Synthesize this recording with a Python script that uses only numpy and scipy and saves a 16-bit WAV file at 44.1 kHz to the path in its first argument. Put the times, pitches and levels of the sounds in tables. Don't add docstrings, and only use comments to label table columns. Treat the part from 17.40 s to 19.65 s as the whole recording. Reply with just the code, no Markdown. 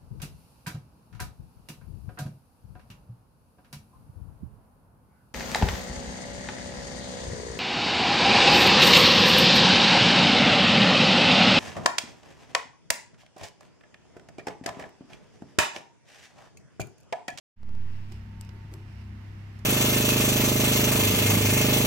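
import sys
import numpy as np
from scipy import signal
from scipy.fft import rfft, irfft
from scipy.io import wavfile
from scipy.ndimage import uniform_filter1d

SR = 44100
rng = np.random.default_rng(int(sys.argv[2]) if len(sys.argv) > 2 else 0)


def materialize(psi):
    bounded = np.clip(np.atleast_2d(psi).T, -1, 1)
    quanta = np.round(bounded * 32767).astype(np.int16)
    wavfile.write(sys.argv[1], SR, quanta)


N = 99225
T = np.arange(N) / SR

# start in seconds, crack level in dB, tilt in dB per octave,
# left minus right in dB, decay in seconds, ring level in dB.
SEED_CLICKS = [(0.7207, -45.5, -3.5, -3, 0.0047, -68), (0.7435, -63, -1, -7, 0.0018, -71),
               (1.011, -35, .5, 8, 0.0011, -34), (1.0477, -57, -1, 12, 0.0047, -74),
               (1.0914, -44, -7, -3, 0.0027, -53), (1.3388, -40, -1.3, 2, 0.0021, -46),
               (2.1908, -52, -4.5, 3, 0.0045, -53)]
# frequency in Hz, dB added to the ring level, decay in seconds.
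DISH_MODES = [(2900, -11.5, 0.0012), (4870, -18, .001), (7900, -18, 0.00079), (8520, -4, 0.00064),
              (13000, -18, 0.00065)]
# centre in seconds, half length in seconds, level in dB.
RUSTLE_SWELLS = [(0.576, 0.11, -67), (0.748, 0.062, -61), (1.052, 0.043, -63), (1.39, 0.068, -70),
                 (1.513, 0.057, -65.5), (1.608, 0.054, -63.5), (2.0, 0.056, -68.5), (2.172, 0.033, -64.5)]
# start in seconds, drive level in dB.
TUB_BUMPS = [(0.701, -54.5), (1.12, -58.5), (1.309, -48)]
INPUT_TICKS = [(.2318, -42.5), (0.2923, -40.5), (0.3515, -40)]
# frequency in Hz, level in dB, waver in dB.
HUM_OVERTONES = [(300.6, -82.5, -8), (904.6, -78, 5)]
# multiple of the shaft rate, level in dB.
MOTOR_LINES = [(4, -58), (5, -61), (7, -58), (9, -73), (10, -71), (11, -76), (12, -80.5), (15, -82)]
# time in seconds, level in dB before
OCTAVE_SWELLS = [(0.35, -51.5), (0.482, -60.5), (0.99, -51.5), (1.36, -63), (1.752, -49.5), (1.936, -68),
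                 (1.98, -50.5), (2.084, -70.5), (2.25, -52.5)]
DRONE_SWELLS = [(0.3, -40.5), (0.418, -45.5), (0.456, -52), (0.522, -47), (0.718, -53), (0.744, -41.5),
                (1.212, -50.5), (1.244, -62), (1.276, -46), (1.522, -64), (1.542, -43.5), (1.798, -42),
                (1.848, -76), (1.928, -44), (2.07, -61), (2.096, -49), (2.222, -45), (2.25, -41)]
# frequency in Hz, relative level in dB.
CRACK_SPECTRUM = [(300, -17), (1000, -4.5), (1800, -8), (2800, 1.5), (3800, -4), (5000, 3), (6100, -0.5),
                  (7200, -1.5), (8400, -2.5), (9800, -6.5), (11000, -2.5), (13000, -3.5), (15000, 1)]
RUSTLE_SPECTRUM = [(500, 0), (1500, -12), (2300, 9), (2850, 10), (3400, -2.5), (4600, -0.5), (5400, 3),
                   (6200, -12), (8500, -10), (14000, -24.5)]
TUB_SPECTRUM = [(150, -41.5), (260, -8.5), (315, 5), (400, 1), (470, -13.5), (700, -15), (1150, -17),
                (2000, -37)]
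RUMBLE_SPECTRUM = [(20, -3.5), (38, 5), (58, 4.5), (80, 2.5), (115, -1.5), (155, 0.5), (185, -15.5),
                   (250, -6), (290, -29), (360, -20), (470, -31.5), (900, -26.5), (2000, -57.5)]
AIR_SPECTRUM = [(100, 11.5), (300, 9.5), (480, -2), (900, 2.5), (1200, -0.5), (2000, 0.5), (2400, -3),
                (2800, -2), (3200, -8), (4200, -11), (5400, -13), (6500, -17), (8500, -24.5),
                (10000, -24.5), (14000, -23)]
TICK_SPECTRUM = [(100, 8), (700, -1), (2000, -9.5), (5500, -2.5), (8000, -9), (14000, -11.5)]
# frequency in Hz, left minus right in dB.
PORT_BALANCE = [(250, 2), (450, -4.5), (750, -0.5), (1300, -5.5), (2100, -8), (2900, -2.5), (4300, -3.5),
                (5400, -6.5), (6500, 2), (8400, 9), (9500, 1), (14000, -1)]


def seeds(tail_db=-18, tail_s=0.01):
    out = 0
    for start, db, tilt_db, pan_db, decay, ring_db in SEED_CLICKS:
        crack, tail = rng.standard_normal((2, 2, N))
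        hit = crack * fall(start, decay) * pan(pan_db) + undb(tail_db) * tail * fall(start, tail_s)
        ring = sum(undb(ring_db + mode_db) * fall(start, mode_s) * np.sin(2 * np.pi * hz * (T - start))
                   for hz, mode_db, mode_s in DISH_MODES)
        out = out + undb(db) * colour(hit, CRACK_SPECTRUM, tilt_db) + ring * pan(pan_db)
    return out


def shavings(grains_per_s=1700, spread_db=0.5):
    grains = (rng.random((2, N)) < grains_per_s / SR) * rng.standard_normal((2, N))
    grains *= undb(-spread_db * rng.standard_normal((2, N)))
    effort = sum(undb(db) * np.exp(-((T - centre) / half) ** 2) for centre, half, db in RUSTLE_SWELLS)
    return colour(unit(grains) * effort, RUSTLE_SPECTRUM)


def tub(attack_s=0.017, decay_s=0.056):
    push = 0
    for start, db in TUB_BUMPS:
        rise = np.clip((T - start) / attack_s, 0, 1)
        push += undb(db) * rise * np.exp(-np.maximum(T - start - attack_s, 0) / decay_s)
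    return push * colour(rng.standard_normal(N), TUB_SPECTRUM)


def mains_hum(hum_hz=100.1, hum_db=-42.5, waver_db=0.5, octave_trim_db=0.5):
    hum = tone(hum_hz) * undb(hum_db + waver_db * walk(10.07))
    overtones = sum(tone(hz) * undb(db + waver * walk(6.4)) for hz, db, waver in HUM_OVERTONES)
    octave = tone(2 * hum_hz) * undb(octave_trim_db + contour(OCTAVE_SWELLS))
    return hum + overtones + octave


def motor(shaft_hz=32.98, waver_db=3.5):
    return sum(tone(k * shaft_hz) * undb(db + waver_db * walk(6.67)) for k, db in MOTOR_LINES)


def drone(hz=64.5, wander_hz=4.1, trim_db=-3):
    return tone(hz + wander_hz * walk(12)) * undb(trim_db + contour(DRONE_SWELLS))


def rumble(db=-51):
    return undb(db) * unit(colour(rng.standard_normal(N), RUMBLE_SPECTRUM))


def air(db=-54.5, waver_db=0.71):
    return unit(colour(rng.standard_normal((2, N)), AIR_SPECTRUM)) * undb(db + waver_db * walk(8.34))


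def ports(x):
    hz, db = np.array(PORT_BALANCE, float).T
    bin_hz = np.maximum(np.arange(N + 1) * SR / (2 * N), 1)
    balance_db = np.interp(np.log(bin_hz), np.log(hz), db)
    return irfft(rfft(x, 2 * N) * pan(balance_db))[:, :N]


def colour(x, points, tilt_db=0, pivot_hz=5000):
    hz, db = np.array(points, float).T
    octaves = np.log2(np.maximum(np.arange(N + 1) * SR / (2 * N), 1))
    tilt = tilt_db * (np.maximum(octaves, np.log2(hz[0])) - np.log2(pivot_hz))
    gain = unit(undb(np.interp(octaves, np.log2(hz), db) + tilt))
    cepstrum = irfft(np.log(gain))
    cepstrum[1:N] *= 2
    cepstrum[N + 1:] = 0
    return irfft(rfft(x, 2 * N) * np.exp(rfft(cepstrum)))[..., :N]


def undb(db):
    return 10 ** (np.asarray(db) / 20)


def unit(x):
    return x / np.sqrt(np.mean(x ** 2))


def pan(db):
    return undb(np.array([[1], [-1]]) * db / 2)


def walk(rate_hz):
    hold = int(SR / rate_hz)
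    steps = np.repeat(rng.standard_normal(N // hold + 1), hold)
    return 1.3 * uniform_filter1d(uniform_filter1d(steps, hold), hold)[:N]


def contour(points):
    return np.interp(T, *np.array(points).T)


def fall(start, decay):
    return (T >= start) * np.exp(-np.maximum(T - start, 0) / decay)


def tone(hz):
    return np.sqrt(2) * np.sin(2 * np.pi * (np.cumsum(hz * np.ones(N)) / SR + rng.random()))


def scene():
    room = (mains_hum() + motor() + drone() + rumble()) * pan(db=0.9)
    return room + tub() + ports(seeds() + shavings() + air())


def record(dry):
    wake_s, rise_s, top_hz = 0.16, 0.25, 14100
    offset_db, offset_hz, settle_s = -12.5, 0.73, 0.19
    tick_s, rebound_s = 0.00016, 0.0016
    awake = np.maximum(T - wake_s, 0)
    fade = np.minimum(awake / rise_s, 1) ** 0.8
    offset = undb(offset_db) * np.exp(-awake / settle_s) * np.sin(2 * np.pi * offset_hz * awake)
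    ticks = sum(undb(db) * (0.2 * fall(start + 2 * tick_s, rebound_s) - fall(start, tick_s))
                for start, db in INPUT_TICKS)
    mix = fade * (dry + offset * pan(db=-3.7)) + colour(ticks, TICK_SPECTRUM) * pan(db=-3)
    return signal.sosfilt(signal.ellip(8, 0.2, 70, top_hz, fs=SR, output="sos"), mix)


dry = scene()
out = record(dry)
materialize(out)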